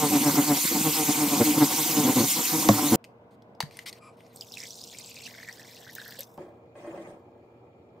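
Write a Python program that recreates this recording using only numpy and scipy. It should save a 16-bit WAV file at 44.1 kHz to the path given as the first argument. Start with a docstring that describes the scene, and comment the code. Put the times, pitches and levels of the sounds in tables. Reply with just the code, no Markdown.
"""Four shots cut together, close to a phone. First a small motor brush scrubs a plastic tub (partials of the motor's
beats, coloured by the tub) while its jet hisses (noise). A jug's screw cap is turned and pops off (cracks, short
rings, rasping noise). Liquid is poured into a glass bowl (rising damped sines, splash noise). Last the bowl is set
and slid on a wire rack (resonant noise, ringing modes). A quiet kitchen hums behind (shaped noise, steady tones)."""
import sys
import numpy as np
from scipy import signal
from scipy.fft import rfft, irfft, next_fast_len
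from scipy.io import wavfile
from scipy.ndimage import uniform_filter1d

SR = 44100
rng = np.random.default_rng(int(sys.argv[2]) if len(sys.argv) > 2 else 0)


def digitize_waveform(pressure):
    """Quantize a signal to 16-bit integers and store it at the path in sys.argv[1].

    Rows of a 2-D input are taken as channels; values are limited to [-1, 1].
    """
    field = np.atleast_2d(pressure).T
    bounded = np.clip(field, -1, 1)
    quanta = np.round(bounded * 32767).astype(np.int16)
    wavfile.write(sys.argv[1], SR, quanta)


def voltage_ratio(level):
    """Linear amplitude factor for a level in decibels (scalar or array-like)."""
    return 10 ** (np.asarray(level, float) / 20)


N = 352800

POUR_END_S = 6.3755  # cut from the pouring shot to the rack
# colour of the tub: (frequency [Hz], gain [dB])
TUB_COLOUR = [(55, -47.5), (90, -17.5), (150, -9), (300, 3), (390, -14), (450, -10.5), (580, -15),
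              (650, -26), (755, -4), (830, -17.5), (910, -8.5), (1070, -14), (1250, -20), (1450, -23),
              (1750, -28.5), (2150, -22.5), (2600, -42.5)]
# colour of cracking and rasping plastic: (frequency [Hz], relative density [dB])
PLASTIC_COLOUR = [(650, -32), (1100, -14), (1590, -15.5), (2010, -3.5), (2700, -8.5), (4410, -7.5),
                  (5050, -8), (8260, -16), (9040, -12), (10000, -25), (11800, -17.5), (16000, -36)]
# stereo width of close sources: (frequency [Hz], side minus mid [dB])
CLOSE_WIDTH = [(60, -13), (150, -12), (380, -13), (950, 0.5), (2380, -10), (5980, -17.5), (15000, 0)]
# stereo width of the room and rack: (frequency [Hz], side minus mid [dB])
ROOM_WIDTH = [(60, -42), (150, -15.5), (380, -12), (950, -3.5), (2380, 5.5), (5980, 1), (15000, -7)]


def brush():
    """Presses couple the motor's beats into the tub; it also runs free; the jet is louder as the brush lifts."""
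    # brush pressed on the tub: (peak time [s], level [dB], length [s], beats [Hz])
    strokes = [(0.043, -21, 0.052, 148), (0.16, -18.5, 0.04, 144), (0.276, -18, 0.045, 145.2),
               (0.391, -15.5, 0.027, 144), (0.513, -18.5, 0.046, 145), (0.761, -21.5, 0.026, 149.5),
               (0.874, -23, .047, 156.1), (1.002, -26, 0.059, 153.8), (1.096, -21.5, 0.028, 146.7),
               (1.135, -33, .07, 151.7), (1.232, -20.5, 0.049, 148.1), (1.336, -22.5, .047, 142.8),
               (1.486, -20, 0.061, 150.6), (1.626, -11.5, .028, 147.3), (1.799, -27.5, 0.045, 155.6),
               (1.908, -29, 0.039, 159), (1.997, -22, .075, 149.2), (2.391, -30.5, 0.05, 161.5),
               (2.553, -25, 0.055, 158.4), (2.84, -26, 0.16, 146.7)]
    # rougher presses of the brush, partials at halves of the ring: (peak time [s], level [dB], length [s], ring
    # [Hz])
    bumps = [(0.653, -29.5, 0.013, 350), (0.723, -26.5, 0.023, 327), (0.807, -31.5, 0.035, 313),
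             (1.415, -15, 0.028, 235), (1.58, -18.5, 0.017, 293), (1.703, -41, 0.026, 294),
             (2.058, -22.5, 0.04, 251), (2.093, -17.5, 0.033, 255.4), (2.178, -17.5, 0.036, 253.7),
             (2.213, -19.5, 0.025, 226), (2.244, -23.5, 0.022, 272), (2.937, -16, 0.04, 222.4)]
    # how firmly the brush rests between presses: (time [s], motor drive into the tub [dB])
    firmness = [(0.0, -27.5), (0.53, -26.5), (0.66, -41), (0.74, -28), (0.94, -31.5), (1.18, -27.5),
                (1.45, -29), (1.6, -25.5), (1.83, -34), (2.1, -25.5), (2.33, -38), (2.39, -24.5),
                (2.46, -34.5), (2.61, -28), (2.71, -21), (2.81, -28), (2.93, -29.5), (2.96, -30.5)]
    # brush head knocking the tub: (frequency [Hz], level [dB], t60 [s])
    knock_modes = [(111, -14, 0.22), (207, -8, 0.14), (280, -13, 0.15), (552, -7.5, 0.06),
                   (674, -5, 0.0427), (1093, -11, 0.042), (3860, -14.5, 0.016)]
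    # jet: (frequency [Hz], relative density [dB])
    jet_colour = [(650, -41.5), (1100, -6.5), (1330, -16.5), (1460, -11.5), (1820, -16), (2080, -5),
                  (3010, -4), (5580, -3), (6600, -1), (9240, -3), (10000, -4.5), (11800, -6), (15100, -9.5),
                  (16000, -21)]
    # stereo width of the scrubbing noise: (frequency [Hz], side minus mid [dB])
    scrub_width = [(60, -44), (92, -36), (140, -49.5), (210, -50), (330, -29.5), (500, -11.5), (770, -10),
                   (1170, -6.5), (1790, 8.5), (2740, -12.5), (4190, -8.5), (6410, -1.5), (9810, -2.5),
                   (15000, -57.5)]
    # stereo balance of the shot: (frequency [Hz], left minus right [dB])
    balance = [(200, 0), (380, .6), (900, -2), (2400, -1.5), (6000, 0)]
    shot_end_s, knock_s, body_lag_s = 2.9585, 2.6873, 0.002
    jet_db, usual_motor_db = -29.5, -27.5  # the jet's level at the usual contact
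    muffle = 0.3  # dB of hiss lost per dB of firmer contact

    t = np.arange(N) / SR
    orders = np.arange(1, 17)[:, None]
    pressed = presses(strokes, orders, upper_db=-2.5, sag=0.06, rough=0.05, shape=1.5)
    pressed = pressed + presses(bumps, orders / 2, upper_db=-12, sag=0.028, rough=0.22, shape=2.4)

    motor_db, _ = curves(firmness)
    speed_hz = 156 + 5 * unit(uniform_filter1d(rng.standard_normal(N), size=3000))
    turn = 2 * np.pi * np.cumsum(speed_hz) / SR
    partials = voltage_ratio(along(TUB_COLOUR, orders * speed_hz)) * np.sin(orders * (turn + orders))
    free = unit(partials.sum(0))
    rumble = rush(TUB_COLOUR, scrub_width, patchy_db=4.5)
    motor = voltage_ratio(motor_db) * (voltage_ratio(-11.5) * free + voltage_ratio(-3) * rumble)
    jet_level = voltage_ratio(jet_db - muffle * (motor_db - usual_motor_db))
    jet = jet_level * rush(jet_colour, scrub_width, patchy_db=2.5, lag=0.22)

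    # the crack comes first, the tub's body follows
    thump = bursts([knock_s + body_lag_s], [-17], [0.11]) * rush(TUB_COLOUR, scrub_width, patchy_db=0)
    crack = bursts([knock_s], [-17.5], [0.03]) * rush(PLASTIC_COLOUR, scrub_width, patchy_db=0)
    hz, db, t60 = np.transpose(knock_modes)
    knock = grains(knock_s + body_lag_s * (hz < 2000), db, hz, t60, soft=1.0)
    both = pressed + knock + thump + crack + motor + jet
    return filtered(both, lambda f: voltage_ratio(np.outer([0.5, -0.5], along(balance, f)))) * (t < shot_end_s)


def presses(rows, partials, upper_db, sag, rough, shape):
    """Partials through the tub; pitch falls steadily through each press; a power share `rough` is rattle."""
    rise_share = 0.46  # part of a press spent rising
    upper_fade_db = 7.5  # lost by partials above 660 Hz over a press's length
    t, out = np.arange(N) / SR, np.zeros(N)
    rattle = unit(filtered(rng.standard_normal(N), lambda hz: voltage_ratio(along(TUB_COLOUR, hz))))
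    for s, db, length, hz in rows:
        rise, fall = rise_share * length, (1 - rise_share) * length
        span = slice(max(int((s - 4 * rise) * SR), 0), int((s + 4 * fall) * SR))
        d = t[span] - s
        press_db = -7 * np.abs(d / np.where(d < 0, rise, fall)) ** shape
        # pitch falls by the share `sag` per press length, passing hz at the peak
        phase = 2 * np.pi * hz * (d - 0.5 * sag * d * d / length)
        upper = partials * hz > 660
        gain_db = along(TUB_COLOUR, partials * hz) + 2.0 * rng.standard_normal(partials.shape)
        gain_db = gain_db + upper * (upper_db - upper_fade_db * d / length)
        start = rng.uniform(0, 2 * np.pi, partials.shape)
        tone = (voltage_ratio(gain_db) * np.sin(partials * phase + start)).sum(0)
        tone = tone / np.std(tone[np.abs(d) < 0.012])
        mixed = np.sqrt(1 - rough) * tone + np.sqrt(rough) * rattle[span]
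        out[span] += voltage_ratio(db + press_db) * mixed
    return out


def cap():
    """Each contact is a broad crack plus a short ring; the thread rasps between them; air stirs in the neck."""
    # cap and jug contacts: (time [s], ring peak [dB], ring [Hz])
    contacts = [(3.042, -38, 2650), (3.0475, -42, 2470), (3.422, -54.5, 3370), (3.55, -57.5, 5000),
                (3.6043, -16, 4540), (3.6098, -28, 4020), (3.6263, -28.5, 1750), (3.7102, -42, 2360),
                (3.7703, -36.5, 9400), (3.7903, -29, 1990), (3.928, -33.5, 4440), (4.2062, -50, 2170),
                (4.2646, -52.5, 5600)]
    # hollow body ringing as the seal lets go: (time [s], level [dB], frequency [Hz], t60 [s])
    jug_rings = [(3.605, -9, 913, 0.009), (3.631, -20, 141.7, 0.06)]
    # fingers and thread rubbing: (start [s], length [s], level [dB])
    rubs = [(3.305, 0.046, -73), (3.61, 0.094, -69), (3.715, 0.122, -59.5), (3.857, 0.029, -39.5),
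            (3.888, 0.0091, -43.5), (3.905, 0.083, -62), (4.12, 0.038, -76), (4.165, 0.177, -69)]
    # the cap's cup singing in the rubbing: (frequency [Hz], width [Hz], gain [dB])
    cup = [(2050, 250, -1), (4500, 500, -9), (9000, 500, -7)]
    # air moving as the jug tilts: (start [s], length [s], level [dB])
    tilts = [(4.0, 0.089, -54.5)]
    # air in the jug's neck: (frequency [Hz], width [Hz], gain [dB])
    neck = [(1050, 46, 4), (1240, 30, 9), (2390, 100, 2), (5040, 400, -13.5), (7700, 370, -11),
            (10940, 280, -15)]

    s, db, hz = np.transpose(contacts)
    crack = bursts(s, db - 8, 0.025 + 0 * s) * rush(PLASTIC_COLOUR, CLOSE_WIDTH, patchy_db=2)
    ring = grains(s, db, hz, 0.012 + 0 * s, pan_db=1.5)
    dry = crack + ring + grains(*np.transpose(jug_rings), soft=0.8)
    rasp = rush(PLASTIC_COLOUR, CLOSE_WIDTH, patchy_db=3.5)
    singing = voltage_ratio(-7.5) * resonant(rng.standard_normal(N), cup)
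    rub = spells(rubs, attack=0.0062, release=0.041).sum(0) * (rasp + singing)
    air = spells(tilts, attack=0.034, release=0.14).sum(0) * resonant(rng.standard_normal(N), neck)
    leaning_left = voltage_ratio([[1.1], [-1.1]])
    return (dry + voltage_ratio(-10.5) * room(dry, 0.2) + rub + air) * leaning_left


def pour():
    """A thin stream patters on glass: spurts of splash, fine droplets, bubbles at the depth's pitch, drops."""
    # the stream: (time [s], flow [dB])
    flow = [(4.33, -69), (4.37, -55), (4.47, -54), (4.58, -45.5), (4.65, -44), (4.72, -46.5), (4.82, -46),
            (5.21, -48), (5.27, -39.5), (5.29, -51), (5.8, -52), (6.16, -50), (6.2, -47), (6.26, -58),
            (6.37, -62)]
    # single drops: (time [s], peak [dB], start pitch [Hz])
    drops = [(4.3607, -30, 8160), (4.372, -41, 4300), (4.4097, -22, 4840), (4.421, -33.5, 3040),
             (4.521, -28, 5030), (4.5394, -27.5, 3750), (4.5713, -27.5, 2500), (4.603, -25, 5200),
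             (4.6357, -27, 5700), (4.7066, -24, 5600), (4.8144, -29.5, 4800), (4.8385, -27, 5300),
             (4.9475, -36.5, 2220), (4.986, -23, 7200), (5.0607, -34.5, 7300), (5.167, -34, 2470),
             (5.2592, -30.5, 5330), (5.359, -51, 1800), (5.4344, -38, 4200), (5.4865, -28.5, 1820),
             (5.5268, -33, 5600), (5.5955, -39, 1790), (5.7112, -41, 3870), (5.9316, -39, 11900),
             (5.952, -26, 14500), (6.0011, -33, 3760), (6.015, -33, 1580), (6.0528, -38, 11900),
             (6.067, -38.5, 1610), (6.0797, -32, 12200), (6.1077, -35, 13700), (6.189, -34, 3260),
             (6.192, -24.5, 11800), (6.207, -21.5, 11900), (6.2326, -32, 5800)]
    # spells of bubbles, deeper as the bowl fills: (start [s], length [s], level [dB], pitch [Hz])
    bubbles = [(4.406, 0.037, -59, 2900), (4.559, 0.097, -52, 2050), (4.9, .1, -55.5, 2280),
               (5.004, 0.28, -56.5, 2500), (5.255, 0.28, -53.5, 1920), (5.549, 0.083, -58, 1660),
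               (5.637, 0.13, -60.5, 1976), (5.776, 0.14, -57, 1690), (5.941, 0.15, -52, 1664),
               (6.096, .11, -57, 1740)]
    # the last slug falls in: (time [s], peak [dB], start pitch [Hz], t60 [s])
    slug = [(6.19, -36, 510, 0.072)]
    # splash: (frequency [Hz], relative density [dB])
    splash_colour = [(1530, -77), (2600, -7), (3140, -10.5), (3590, 5), (4370, -7), (5430, 7.5), (6280, 1),
                     (7550, 5.5), (10300, -3), (13400, -47), (22000, -120)]

    t = np.arange(N) / SR
    db, gate = curves(flow)
    falling = gate & (t < 6.245)
    air_db = -62.5 + 0.23 * (db + 50)  # spray above 10 kHz gains 0.23 dB per dB of flow
    gurgles = spells(bubbles, attack=0.027, release=0.086)
    bubble_hz = np.transpose(bubbles)[3][gurgles.argmax(0)]
    droplet_hz = 5600 - 640 * (t - flow[0][0])  # droplets sound lower as the bowl fills
    # the stream breaks up into spurts, bubbles come in clumps
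    spurts = voltage_ratio(3.5 * unit(uniform_filter1d(rng.standard_normal(N), size=260)))
    clumps = voltage_ratio(3.0 * unit(uniform_filter1d(rng.standard_normal(N), size=1200)))

    wet = shower(voltage_ratio(db - 3.5), falling, count=3200, hz=droplet_hz, spread=0.3, cycles=33, size_db=5.0)
    spray_hz = 12494 + 0 * db
    wet = wet + shower(voltage_ratio(air_db - 5.5), falling, count=1000, hz=spray_hz, spread=0.1, cycles=34, size_db=5)
    bubbling = clumps * gurgles.sum(0)
    wet = wet + shower(bubbling, falling, count=560, hz=bubble_hz, spread=0.077, cycles=37, size_db=4.0)
    s, drop_db, hz = np.transpose(drops)
    wet = wet + grains(s, drop_db, hz, 44 / hz, rise=0.1, pan_db=1.5, soft=1.4)
    wet = wet + grains(*np.transpose(slug), rise=0.21)

    # each drop throws its own splash
    level = gate * spurts * voltage_ratio(db - 11.0) + bursts(s, drop_db - 20.5, 0.028 + 0 * s)
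    air = rush([(9800, -60), (10800, 0), (15500, -3), (16200, -60)], [(1000, -14)], patchy_db=2)
    splash = level * rush(splash_colour, CLOSE_WIDTH, patchy_db=3) + level * voltage_ratio(air_db - db) * air
    return (wet + voltage_ratio(-10.5) * room(wet, 0.089) + splash) * (t < POUR_END_S)


def shower(level, gate, count, hz, spread, cycles, size_db):
    """Random droplets: log-normal pitch about hz, exponential sizes in dB, following a level curve."""
    live = np.flatnonzero(gate)
    at = live[(rng.random(count) * live.size).astype(int)]
    size = np.minimum(rng.exponential(size=count), 3.5)
    pitch = np.clip(hz[at] * np.exp(spread * rng.standard_normal(count)), 1500, 15500)
    x = grains(at / SR, size_db * size, pitch, cycles / pitch, rise=0.13, pan_db=2.5, soft=1.33)
    return level * gate * x / np.std(x[:, live])


def rack():
    """The bowl's weight drags over coated wires and taps them; both ring the rack's modes."""
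    # the rack's modes: (frequency [Hz], width [Hz], gain [dB])
    wires = [(337.6, 30, 9.5), (584, 56, 7.5), (1087, 35, -7.5), (1628, 100, -15.5), (1860, 42, -20),
             (2030, 38, -20), (2490, 40, -23.5), (3165, 130, -26.5)]
    # the bowl's weight dragging on the wires: (time [s], load [dB])
    drag = [(6.746, -58), (6.76, -50), (6.89, -39.5), (7.094, -45), (7.258, -58), (7.53, -59.5),
            (7.88, -76), (7.98, -54), (8.0, -68)]
    # bowl touching wires: (time [s], strength [dB])
    touches = [(6.754, -40), (6.83, -45), (6.844, -38), (6.873, -36), (6.976, -34), (6.997, -51),
               (7.347, -54), (7.38, -55), (7.665, -54)]
    # the bowl lands: (time [s], peak [dB], start pitch [Hz], t60 [s])
    landing = [(6.377, -41, 372, .5), (6.377, -42, 560, .22), (6.377, -48, 170, .1)]
    # glass scraping while it slides: (start [s], length [s], level [dB])
    slides = [(6.376, 0.044, -64.5), (6.75, 0.35, -63)]
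    # scrape: (frequency [Hz], relative density [dB])
    scrape_colour = [(760, -31), (1300, 5), (1430, 1), (2070, 3.5), (4070, -14), (9040, -8), (13800, -41),
                     (15500, -45)]
    # low body of the drag: (frequency [Hz], relative density [dB])
    body_colour = [(90, -22), (180, -3.0), (350, -13), (700, -5.5), (1300, -18.5), (2000, -61)]

    db, gate = curves(drag)
    # the rack shudders under the bowl and calms down
    load = gate * voltage_ratio(db) + bursts([6.378], [-41], [0.81])
    lumps = voltage_ratio(2.7 * unit(uniform_filter1d(rng.standard_normal(N), size=300)))
    ring = resonant(lumps * rng.standard_normal(N), wires)
    body = rush(body_colour, ROOM_WIDTH, patchy_db=3.5)

    s, tap_db = np.transpose(touches)
    hz, width, mode_db = np.transpose(wires)
    levels = tap_db[:, None] + 0.6 * mode_db - 11 + 3 * rng.standard_normal((len(s), len(hz)))
    taps = grains(np.repeat(s, len(hz)), levels.ravel(), np.tile(hz, len(s)), np.tile(7 / width, len(s)))
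    taps = taps + grains(*np.transpose(landing), rise=-0.06)
    scrape = spells(slides, attack=0.013, release=0.27).sum(0)
    scrape = scrape * rush(scrape_colour, ROOM_WIDTH, patchy_db=3.5)
    return taps + load * (voltage_ratio(-2.5) * ring + voltage_ratio(-7.0) * body) + scrape


def kitchen():
    """Room tone as shaped noise and a wavering hum; the rack's shot has its own tone and thin whines."""
    # the room from the counter: (frequency [Hz], relative density [dB])
    counter_colour = [(18, -75), (30, -50), (88, -7.5), (221, -5), (328, -9), (649, -7), (889, -13.5),
                      (962, -12.5), (1390, -25.5), (1500, -23), (1860, -36), (2010, -31), (4300, -46.5),
                      (9220, -57.5), (16000, -62.5)]
    # the room from inside the machine: (frequency [Hz], relative density [dB])
    inside_colour = [(18, -88), (30, -70), (81, -6), (153, -10), (210, -12.5), (374, -4), (437, -9.5),
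                     (512, -9), (844, -13.5), (1070, -25), (1350, -23.5), (1500, -38), (2410, -33),
                     (2610, -39.5), (16000, -66)]
    # appliance hum: (frequency [Hz], rms level [dB])
    hum = [(118, -65), (242, -66.5), (468, -63.5)]
    # thin tones inside the machine: (frequency [Hz], rms level [dB])
    whine = [(2370, -83), (2480, -90), (4400, -96), (7100, -96.5)]

    t = np.arange(N) / SR

    def tones(rows):
        """Sines whose phase wanders at random."""
        drift = np.cumsum(rng.standard_normal((len(rows), N)), axis=1) * 0.015
        return sum(np.sqrt(2) * voltage_ratio(db) * np.sin(2 * np.pi * hz * t + d) for (hz, db), d in zip(rows, drift))

    counter = voltage_ratio(-56) * rush(counter_colour, ROOM_WIDTH, patchy_db=1.5)
    inside = voltage_ratio(-56) * rush(inside_colour, ROOM_WIDTH, patchy_db=2.0) + tones(whine)
    return np.where(t < POUR_END_S, counter, inside) + tones(hum)


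def unit(x):
    """Scaled to rms 1."""
    return x / np.sqrt(np.mean(x ** 2) + 1e-20)


def along(points, hz):
    """Values between (frequency [Hz], value) points on a log axis."""
    f, v = np.transpose(points)
    return np.interp(np.log(hz + 1), np.log(f + 1), v)


def curves(rows):
    """One value per sample for each column after the time, and a gate open over the table's span."""
    s, *cols = np.transpose(rows)
    t = np.arange(N) / SR
    return [np.interp(t, s, c) for c in cols] + [(t >= s[0]) & (t <= s[-1] + 0.01)]


def filtered(x, response):
    """x times a response of frequency."""
    m = next_fast_len(N + 8192)
    return irfft(rfft(x, m) * response(np.fft.rfftfreq(m, 1 / SR)), m)[..., :N]


def resonant(x, peaks):
    """x through resonances (frequency [Hz], width [Hz], gain [dB]) of alternating sign, rms 1."""
    def response(f):
        return sum((-1) ** k * voltage_ratio(db) * 1j * f * w / (c * c - f * f + 1j * f * w)
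                   for k, (c, w, db) in enumerate(peaks))
    return unit(filtered(x, response))


def rush(spectrum, side, patchy_db, lag=0.0):
    """Stereo noise, mid rms 1, in patches of random gain; a power share `lag` of the side delays the left."""
    z = signal.stft(rng.standard_normal((2, N)), nperseg=256)[2]
    field = uniform_filter1d(rng.standard_normal(z.shape[1:]), size=5, axis=0)
    field = uniform_filter1d(field, size=8, axis=1)
    pair = signal.istft(z * voltage_ratio(patchy_db * unit(field)), nperseg=256)[1][:, :N]
    if lag:
        quarter_cycle_late = filtered(pair[0], lambda hz: -1j)
        pair[1] = np.sqrt(1 - lag) * pair[1] + np.sqrt(lag) * quarter_cycle_late
    m, s = filtered(pair, lambda hz: voltage_ratio(along(spectrum, hz) + [0 * hz, along(side, hz)]))
    return np.array([m + s, m - s]) / np.std(m)


def grains(s, db, hz, t60, rise=0.0, pan_db=0.0, soft=0.35):
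    """Damped sines starting over `soft` cycles, pitch gliding by 2 * rise over t60, each panned by chance."""
    t = np.arange(int(min(np.max(t60), 0.4) * SR))[None] / SR
    u = t / t60[:, None]
    wave = np.sin(2 * np.pi * hz[:, None] * t * (1 + rise * u)) * voltage_ratio(db[:, None] - 60 * u)
    wave = wave * (1 - np.exp(-(t * hz[:, None] / soft) ** 2))
    at = (np.round(s * SR).astype(int)[:, None] + np.arange(t.size)).ravel()
    pan = pan_db * rng.standard_normal((len(s), 1))
    return np.array([np.bincount(at, (wave * voltage_ratio(side * pan)).ravel(), N + SR)[:N] for side in (1, -1)])


def bursts(s, db, t60):
    """Envelope of sudden starts that die away."""
    t = np.arange(N) / SR
    return sum((t >= at) * voltage_ratio(level_db - 60 * np.abs(t - at) / life) for at, level_db, life in zip(s, db, t60))


def spells(rows, attack, release):
    """One envelope per (start, length, level) row: a ramp, a hold, then 60 dB lost over the release."""
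    s, length, db = np.transpose(rows)[:3, :, None]
    d = np.arange(N) / SR - s
    return np.clip(d / attack, 0, 1) * voltage_ratio(db - 60 * np.clip(d - length, 0, 9) / release)


def room(x, t60):
    """A short diffuse tail of decaying noise, different in each ear."""
    t = np.arange(SR // 3) / SR
    tail = rng.standard_normal((2, t.size)) * voltage_ratio(-60 * t / t60) * (t > 0.003)
    return signal.fftconvolve(x, tail / np.linalg.norm(tail[0]), axes=1)[:, :N]


def scene():
    """All shots in a row, over the kitchen."""
    return brush() + cap() + pour() + rack() + kitchen()


def roll_off(x):
    """The treble ends steeply here."""
    return signal.sosfilt(signal.butter(12, 17060, fs=SR, output="sos"), x)


def record(dry):
    """The overall colour: a dip near 10 kHz, brighter treble above, an end near 16 kHz."""
    # overall colour of the sound: (frequency [Hz], gain [dB])
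    overall_colour = [(8500, 0), (9700, 0), (10200, -6), (10700, 2), (15700, 7.5), (15900, -77)]
    coloured = filtered(dry, lambda hz: voltage_ratio(along(overall_colour, hz)))
    return roll_off(coloured)


dry = scene()
out = record(dry)
digitize_waveform(out)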